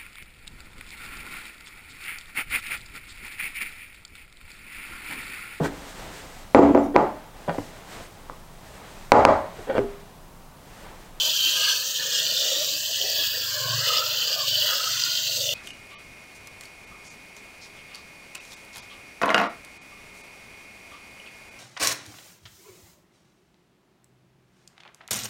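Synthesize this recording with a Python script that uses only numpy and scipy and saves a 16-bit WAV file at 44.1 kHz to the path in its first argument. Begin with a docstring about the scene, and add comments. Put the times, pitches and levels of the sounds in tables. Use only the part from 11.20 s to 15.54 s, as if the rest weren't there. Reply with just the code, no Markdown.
"""Hose jet in a plastic bucket

A hose jet churns the water in a bucket on a tiled yard, heard from above by a hand-held mono microphone.
Noise and tiny ringing bubbles make the fizz; froth and the air in the bucket ring at a few pitches.
Single bubbles glug and plink as short rising tones, over a low wash of noise.
A far-away engine idles as four beating tones; both output channels are the same."""
import sys
import numpy as np
from scipy import signal
from scipy.io import wavfile
from scipy.ndimage import uniform_filter1d

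SR = 44100
rng = np.random.default_rng(int(sys.argv[2]) if len(sys.argv) > 2 else 0)


def wav_out(sig):
    """Save sig, one row per channel (or a flat mono array), as 16-bit PCM at SR to the path in sys.argv[1]."""
    wavfile.write(sys.argv[1], SR, np.round(np.clip(np.atleast_2d(sig).T, -1, 1) * 32767).astype(np.int16))


N = 191333  # length in samples
EDGE_HZ = 15760  # upper limit of the sound


def gain_of(db):
    """Turns decibels into a factor."""
    return 10 ** (np.asarray(db) / 20)


def evened(x):
    """Scales to an rms (average strength) of 1."""
    return x / np.sqrt(np.mean(x ** 2) + 1e-20)


def read(points, hz):
    """Reads a spectrum table at any pitch, joining its points on a log-frequency axis."""
    f, value = np.transpose(points)
    return np.interp(np.log(hz + 1), np.log(f + 1), value)


def columns(rows, t):
    """Reads every column of a time table at times t, joining its points by straight lines."""
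    s, *rest = np.transpose(rows)
    return [np.interp(t, s, c) for c in rest]


def wander(t, long_s):
    """Slow random drift of rms 1 at times t."""
    size = max(1, round(long_s / (t[1] - t[0])))
    noise = rng.standard_normal(len(t))
    return evened(uniform_filter1d(uniform_filter1d(noise, size), size))


def add(mix, s, sound):
    """Mixes a sound in at s seconds."""
    part = mix[round(s * SR):][:len(sound)]
    part += sound[:len(part)]


def peak_db(hz, centre_hz, width_hz):
    """A resonance curve: 0 dB at the centre, falling on both sides."""
    return -10 * np.log10(1 + (2 * (hz - centre_hz) / width_hz) ** 2)


def band(colour_db, level_db):
    """Power at each pitch with this colour, adding up to the level."""
    power = gain_of(colour_db) ** 2
    return power / power.mean(0) * gain_of(level_db) ** 2


def bubbles(low_hz, high_hz, per_s, cycles, spread_db, count):
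    """Short rising rings of many sizes, each size on its own random train; equal power per Hz."""
    out = np.zeros(N)
    for hz in np.geomspace(low_hz, high_hz, count):
        turn = np.arange(int(4 * cycles * SR / hz)) * hz / SR
        swell = turn / (turn + 2.3) * np.exp(-turn / cycles)
        ring = swell * np.sin(2 * np.pi * turn * (1 + 0.00406 * turn))
        when, size = rng.random(N), rng.exponential(1, N)
        train = (when < per_s / count / SR) * gain_of(spread_db * np.minimum(size, 4))
        # the sizes are evenly spaced on a log axis, so higher ones must cover more Hz
        out += np.sqrt(hz) * evened(signal.oaconvolve(train, ring)[:N])
    return evened(out)


def shaped(x, field, size, patchy_db, flicker_db, wide_hz, long_s):
    """Colours x frame by frame with a field of power, drifting patches and a flicker common to all pitches."""
    hz, t, z = signal.stft(evened(x), SR, nperseg=size, noverlap=3 * size // 4)

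    def span(value, step):
        return max(1, round(value / step))

    noise = rng.standard_normal(z.shape)
    patches = uniform_filter1d(noise, span(wide_hz, hz[1]), axis=0)
    patches = uniform_filter1d(patches, span(long_s, t[1]), axis=1)
    flicker = uniform_filter1d(rng.standard_normal(len(t)), span(0.013, t[1]))
    flicker = flicker - uniform_filter1d(flicker, span(0.09, t[1]))  # keeps only the quick part
    chance = gain_of(patchy_db * evened(patches) + flicker_db * evened(flicker))
    z = z * np.sqrt(field(hz[:, None], t)) * evened(chance)
    return signal.istft(z, SR, nperseg=size, noverlap=3 * size // 4)[1][:N]


def fizz():
    """Hiss, crackle and thousands of tiny bubbles; the microphone's aim shifts the valleys in their colour."""
    # the jet's surges: start_s, level_db, ring_db (3.5 kHz ring; only its departure from the mean counts)
    jet = [(0.0, -27, 0), (0.04, -25.5, -3.5), (0.52, -21, -5.5), (0.6, -28, -7.5), (0.88, -27.5, -4),
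           (0.93, -24, -3.5), (1.13, -25.5, -9.5), (1.17, -24, -4), (1.59, -27.5, -4.5),
           (2.07, -25.5, -6.5), (2.11, -29.5, -9), (2.27, -27.5, -7), (2.51, -27.5, -8.5), (2.79, -22, -2),
           (2.81, -27, -6.5), (3.14, -26.5, -7.5), (3.16, -29.5, -8), (3.3, -25.5, -5), (3.87, -26, -4.5),
           (4.19, -27, -7.5), (4.24, -26, -0.5), (4.34, -27.5, -3)]
    # colour of the fizz at aim 0, 1 and 2, one table each: pitch_hz, power_db (per Hz, relative)
    aim_colours = [
        [(1120, -66), (1900, -29), (2040, -8), (2210, -24), (2570, -10.5), (2980, 4), (3850, -11), (4440, 1),
         (5200, -13), (5630, -6), (6210, -7), (10100, -29), (12000, -16.5), (14400, -16), (15700, -15)],
        [(1120, -42), (1900, -9), (2060, -16), (2250, -15.5), (2480, -15), (2750, -7), (2980, -2.5), (3920, -4),
         (4520, -1), (5300, -7), (5890, -3.5), (7470, -8.5), (10500, -27.5), (12900, 6), (15700, 15)],
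        [(1120, -46), (1900, -10), (2190, -13), (2330, -14.5), (3030, 3), (3920, -8.5), (4760, 1.5),
         (5730, -14), (6660, -14), (7540, -17), (8530, -33), (9320, -38), (11700, -26), (14100, -5),
         (15700, -7)],
    ]
    # where the microphone points: start_s, aim (0 level to 2 tipped down)
    aim_path = [(0, 0.28), (.55, 0.17), (.8, 1.38), (1.3, 1.19), (1.6, 1.23), (2, 1.46), (2.5, 1.34),
                (3, 1.67), (3.45, 1.3), (3.7, 1.27), (4.05, 1.45), (4.34, 0.31)]
    # finest mist, the top treble: start_s, level_db
    spray = [(0.0, -36.5), (0.25, -34), (0.91, -40.5), (1.21, -37.5), (1.86, -37.5), (1.99, -33),
             (2.48, -39), (2.78, -35), (3.2, -38), (3.5, -32.5), (3.65, -40), (4.34, -39)]
    ring_trade = 0.99  # what the 3.5 kHz ring gains, the 4.4 kHz ring loses
    split_hz = 10300  # bubbles below, mist above

    def field(hz, t):
        fizz_db, ring_db = columns(jet, t)
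        aim = np.clip(columns(aim_path, t)[0], 0, 2)
        # blend the two nearest aims
        colour_db = sum(np.maximum(1 - abs(aim - k), 0) * read(c, hz) for k, c in enumerate(aim_colours))
        colour_db = colour_db - 80 * np.log10(np.maximum(2000 / (hz + 1), 1))  # little below 2 kHz
        trade = gain_of(2 * peak_db(hz, 3460, 600)) - gain_of(2 * peak_db(hz, 4430, 800))
        colour_db = colour_db + ring_trade * (ring_db - ring_db.mean()) * trade
        # surges feed the larger bubbles most: the treble follows them less
        colour_db = colour_db - 0.23 * (fizz_db - fizz_db.mean()) / (1 + (5500 / (hz + 1)) ** 6)
        mist_db = -10 * np.log10(1 + (split_hz / (hz + 1)) ** 20) - 99 * (hz > 1.02 * EDGE_HZ)
        bubbly_db = -10 * np.log10(1 + (hz / split_hz) ** 20)
        mist_level_db = columns(spray, t)[0]
        return band(colour_db + bubbly_db, fizz_db) + band(colour_db + mist_db, mist_level_db)

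    clicks = (rng.random(N) < 900 / SR) * rng.standard_normal(N)  # about 900 per second
    crackle = clicks * gain_of(2.8 * np.minimum(rng.exponential(1, N), 2))
    tiny = bubbles(1993, 15900, per_s=5000, cycles=1.93, spread_db=4.2, count=24)
    drive = 1.07 * rng.standard_normal(N) + 0.5 * tiny + 0.46 * evened(crackle)
    flickering = shaped(drive, lambda hz, t: 1, size=128, patchy_db=1.28, flicker_db=0.45,
                        wide_hz=1500, long_s=0.027)
    # echoes off the bucket wall and tiles cut narrow, lasting stripes that fade in the treble
    hz = np.fft.rfftfreq(1024, 1 / SR)[:, None]
    striped_db = 2.2 / (1 + (hz / 11000) ** 4)
    return shaped(flickering, field, size=1024, patchy_db=striped_db, flicker_db=-0.5,
                  wide_hz=152.4, long_s=0.2)


def froth():
    """Millimetre bubbles ring two cross modes of the bucket; the lower pitch shifts as the jet wanders."""
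    # froth under the jet: start_s, low_mode_db, low_mode_pitch_hz, high_mode_db
    modes = [(0.0, -51, 1050, -47), (0.07, -47, 1260, -39.5), (0.12, -51, 1320, -44),
             (0.51, -41.5, 1250, -38.5), (0.76, -55.5, 1323, -53), (0.81, -54, 1400, -38.5),
             (1.45, -49.5, 1360, -47), (1.52, -61, 1220, -49.5), (1.94, -63, 1370, -45.5),
             (1.99, -51, 1130, -42), (2.14, -58.5, 1440, -43), (2.5, -41, 1040, -39.5),
             (2.63, -42.5, 1360, -38), (2.73, -32.5, 1220, -40), (2.86, -41.5, 1380, -48),
             (3.15, -44.5, 1326, -40), (3.25, -46.5, 1110, -45.5), (3.3, -53, 1420, -47.5),
             (3.54, -37, 1350, -37), (3.59, -42, 1395, -58), (4.11, -47, 1435, -51), (4.31, -56, 1390, -66),
             (4.34, -53, 1340, -55)]
    # colour given by the walls, before it is softened below: pitch_hz, power_db (per Hz, relative)
    wall_colour = [(410, -53), (700, -14), (833, -9.5), (934, 3), (1360, -13.5), (1740, 0), (2130, 13.5),
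                   (2300, 16), (2990, -52), (5060, -120)]

    def field(hz, t):
        low_db, low_hz, high_db = columns(modes, t)
        walls_db = 0.65 * read(wall_colour, hz) - 90 * np.log10(np.maximum(hz / 1950, 1))
        # factors above 1 make the sides of a mode steeper
        low = band(walls_db + 1.71 * peak_db(hz, low_hz, 135), low_db)
        high = band(walls_db + 1.69 * peak_db(hz, 1587, 350), high_db)
        return low + high

    small = bubbles(692, 2474, per_s=600, cycles=16.4, spread_db=5.9, count=14)
    drive = 1.14 * rng.standard_normal(N) + 0.23 * small
    return shaped(drive, field, size=1024, patchy_db=4.5, flicker_db=0.3, wide_hz=90, long_s=0.25)


def bucket():
    """The churning rings the air over the water: two close, steep-sided modes that swap strength."""
    # air inside the bucket: start_s, level_db (before each mode's offset), lead_db (low mode over high)
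    air = [(0.0, -44, 3), (0.08, -41, 2), (0.19, -56.5, 0), (0.39, -45, -3), (0.76, -53, 6.5),
           (0.88, -43.5, 1.5), (1.18, -46, 0.5), (1.27, -36, -1), (1.67, -58.5, -8), (1.71, -42.5, 4),
           (1.76, -56, 4), (1.82, -39.5, 1), (2.02, -42.5, -1), (2.08, -60, -6), (2.14, -45, -1),
           (2.33, -55, 4), (2.36, -44, 4.5), (2.66, -46, -3), (2.67, -36.5, -4), (2.83, -39.5, 3),
           (2.89, -45.5, 0), (3.21, -43, -4), (3.32, -52, -4), (3.54, -40, -3.5), (3.88, -59, -3),
           (4.34, -41, -0.5)]

    def field(hz, t):
        level_db, lead_db = columns(air, t)
        trade_db = lead_db / 2 + 3.5 * np.tanh(wander(t, 0.066))  # the modes also swap at random
        low_db = level_db - 4.5 + trade_db
        high_db = level_db - 2.5 - trade_db
        return band(2.2 * peak_db(hz, 515, 57), low_db) + band(1.89 * peak_db(hz, 608.0, 82), high_db)

    churning = bubbles(380.5, 811.7, per_s=150, cycles=9.9, spread_db=1.8, count=10)
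    drive = 1.4 * rng.standard_normal(N) + 0.19 * churning
    return shaped(drive, field, size=1024, patchy_db=2.0, flicker_db=1.0, wide_hz=80, long_s=0.027)


def hollowed(x):
    """Echoes off the bucket wall and the tiles weaken wandering bands; a thin treble band rises and falls."""
    # band cancelled by an echo off the bucket wall: start_s, pitch_hz (before its wander), depth_db
    hollow_path = [(0, 2070, 31), (.3, 2100, 21), (.45, 1930, 6), (.57, 2040, 22), (.7, 2220, 18),
                   (.87, 2110, 15), (1.15, 2180, 29), (1.3, 2140, 7), (1.5, 2070, 17), (1.72, 2166, 23),
                   (2.1, 2060, 18), (2.43, 1950, 16), (2.6, 2290, 28), (2.75, 2220, 5), (2.9, 2150, 14),
                   (3.3, 2050, 16), (3.5, 2200, 6), (4.34, 2180, 11)]
    # thin treble band that drifts, at first slightly lifted, later weakened:
    # start_s, pitch_hz, depth_db (below 0 lifts it)
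    treble_path = [(0, 10000, -6), (1, 11300, 1), (1.6, 9300, 4), (2.4, 9300, 3), (3.3, 9460, 17),
                   (4, 9500, 20), (4.34, 9940, 10)]
    hz, t, z = signal.stft(x, SR, nperseg=1024, noverlap=768)
    hz = hz[:, None]
    hollow_hz, hollow_db = columns(hollow_path, t)
    hollow_hz = hollow_hz + 40.6 * wander(t, 0.05)
    hollow = hollow_hz, hollow_db, 190
    treble = *columns(treble_path, t), 260
    for centre_hz, depth_db, width_hz in (hollow, treble):
        z = z * gain_of(-depth_db * np.exp(-((hz - centre_hz) / width_hz) ** 2))

    # many weak echoes of drifting delay add up to a random comb with narrow, deep gaps
    def drift():
        noise = uniform_filter1d(rng.standard_normal(z.shape), size=2, axis=0)
        return evened(uniform_filter1d(noise, size=40, axis=1))

    echoes = drift() + 1j * drift()
    strength = 0.5 / (1 + (hz / 7000) ** 2)  # weaker in the treble
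    z = z * abs(1 + strength * echoes) / np.sqrt(1 + 2 * strength ** 2)
    return signal.istft(z, SR, nperseg=1024, noverlap=768)[1][:N]


def wash():
    """Low slosh and distant yard noise: random noise given a dull colour."""
    # colour of the wash: pitch_hz, power_db (per Hz, relative)
    dull_colour = [(12, -62), (20, -25), (129, -4), (188, -7.5), (249, -2), (368, -8.5), (528, -14),
                   (622, -2), (757, -32), (1000, -4), (1300, -59), (2200, -120)]

    def field(hz, t):
        return band(read(dull_colour, hz), -56.5)

    return shaped(rng.standard_normal(N), field, size=2048, patchy_db=0.0, flicker_db=4.5,
                  wide_hz=100, long_s=0.14)


def engine():
    """Four neighbouring orders of the firing rate beat into a throb; each wavers and fades a little."""
    # loudness and tone: start_s, level_db (before fading), strongest_order (multiple of the firing rate)
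    idle = [(0, -59.5, 5.2), (.3, -61.5, 5.5), (.7, -65, 5.3), (.85, -55, 6.1), (.95, -63, 6),
            (1.05, -56.5, 6.1), (1.2, -64, 5.3), (1.45, -61, 6), (1.68, -62, 5), (2.05, -56.5, 4.3),
            (2.3, -53.5, 4.4), (2.39, -49.5, 5), (2.46, -39.5, 5.4), (2.58, -37, 5.3), (2.78, -60, 5.1),
            (2.89, -52, 4.9), (3.1, -63.5, 5.8), (3.35, -46, 5.1), (3.6, -67, 5.3), (3.73, -51, 5.4),
            (4, -60, 5.6), (4.22, -49.5, 5), (4.34, -50, 5.4)]
    # engine speed: start_s, firing_rate_hz
    firing = [(0, 24.1), (.3, 23.6), (1.7, 23.66), (2, 23.18), (2.6, 23.4), (3.6, 22.7), (4.34, 23)]
    fall_db, fade_db = 11, 1.5  # fall away from the strongest order; random fading of each order
    t = np.arange(N) / SR
    level_db, strongest = columns(idle, t)
    turns = np.cumsum(columns(firing, t)[0]) / SR
    out = np.zeros(N)
    for order in range(4, 8):
        away = order - strongest
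        db = level_db - fall_db * away ** 2 / (1 + 0.43 * abs(away)) + fade_db * wander(t, 0.078)
        phase = order * turns + 0.05 * wander(t, 0.1)  # in whole turns
        out += np.sqrt(2) * gain_of(db) * np.cos(2 * np.pi * phase)
    return out


def glugs():
    """Large single bubbles: soft low tones that swell, die away and rise a little in pitch."""
    # large bubbles: start_s, peak_db, pitch_hz (at the start), t60_s (time to fall by 60 dB)
    large = [(0.258, -45.5, 313, 0.12), (1.246, -44, 446, 0.15), (1.358, -46, 312, 0.12),
             (1.519, -49.5, 291, 0.19), (1.799, -46, 405, 0.13), (1.838, -36, 412, 0.057),
             (2.002, -48, 304, 0.1)]
    out, t = np.zeros(N), np.arange(SR // 4) / SR
    for s, db, hz, t60 in large:
        swell = gain_of(-60 * t / t60) * (1 - np.exp(-t / 0.016))
        tone = np.sin(2 * np.pi * hz * t * (1 + 0.65 * t))
        add(out, s, gain_of(db) * swell / swell.max() * tone)
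    return out


def plinks():
    """Single bubbles that stand out: sharp high tones a few milliseconds long, rising a little."""
    # sharp bubbles: start_s, peak_db, pitch_hz (at the start)
    sharp = [(0.4604, -16, 2860), (0.7967, -16.5, 4220), (1.113, -15.5, 4540), (1.72, -22, 4570),
             (1.7797, -17, 4640), (1.8136, -14, 3100), (1.946, -19, 4300), (2.5972, -26, 2940),
             (2.7569, -18, 3220), (3.272, -20, 2940), (3.354, -14, 3200), (3.6474, -25, 4720),
             (3.8371, -10.5, 4600), (3.9727, -14, 4370), (4.208, -19.5, 3300), (4.2901, -11, 3020)]
    out, t = np.zeros(N), np.arange(SR // 4) / SR
    for s, db, hz in sharp:
        swell = np.exp(-((t - 0.0016) / 0.0008) ** 2)
        add(out, s, gain_of(db) * swell * np.sin(2 * np.pi * hz * t * (1 + 8 * t)))
    return out


def scene():
    """All sources reach one microphone capsule, copied to two channels."""
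    water = hollowed(fizz() + froth() + bucket())
    mono = water + wash() + engine() + glugs() + plinks()
    return np.tile(mono, (2, 1))


def record(dry):
    """A steep low-pass filter removes everything above the upper limit."""
    low_pass = signal.firwin(1023, EDGE_HZ, window=("kaiser", 10), fs=SR)
    return signal.oaconvolve(dry, low_pass[None], "same")


dry = scene()
out = record(dry)
wav_out(out)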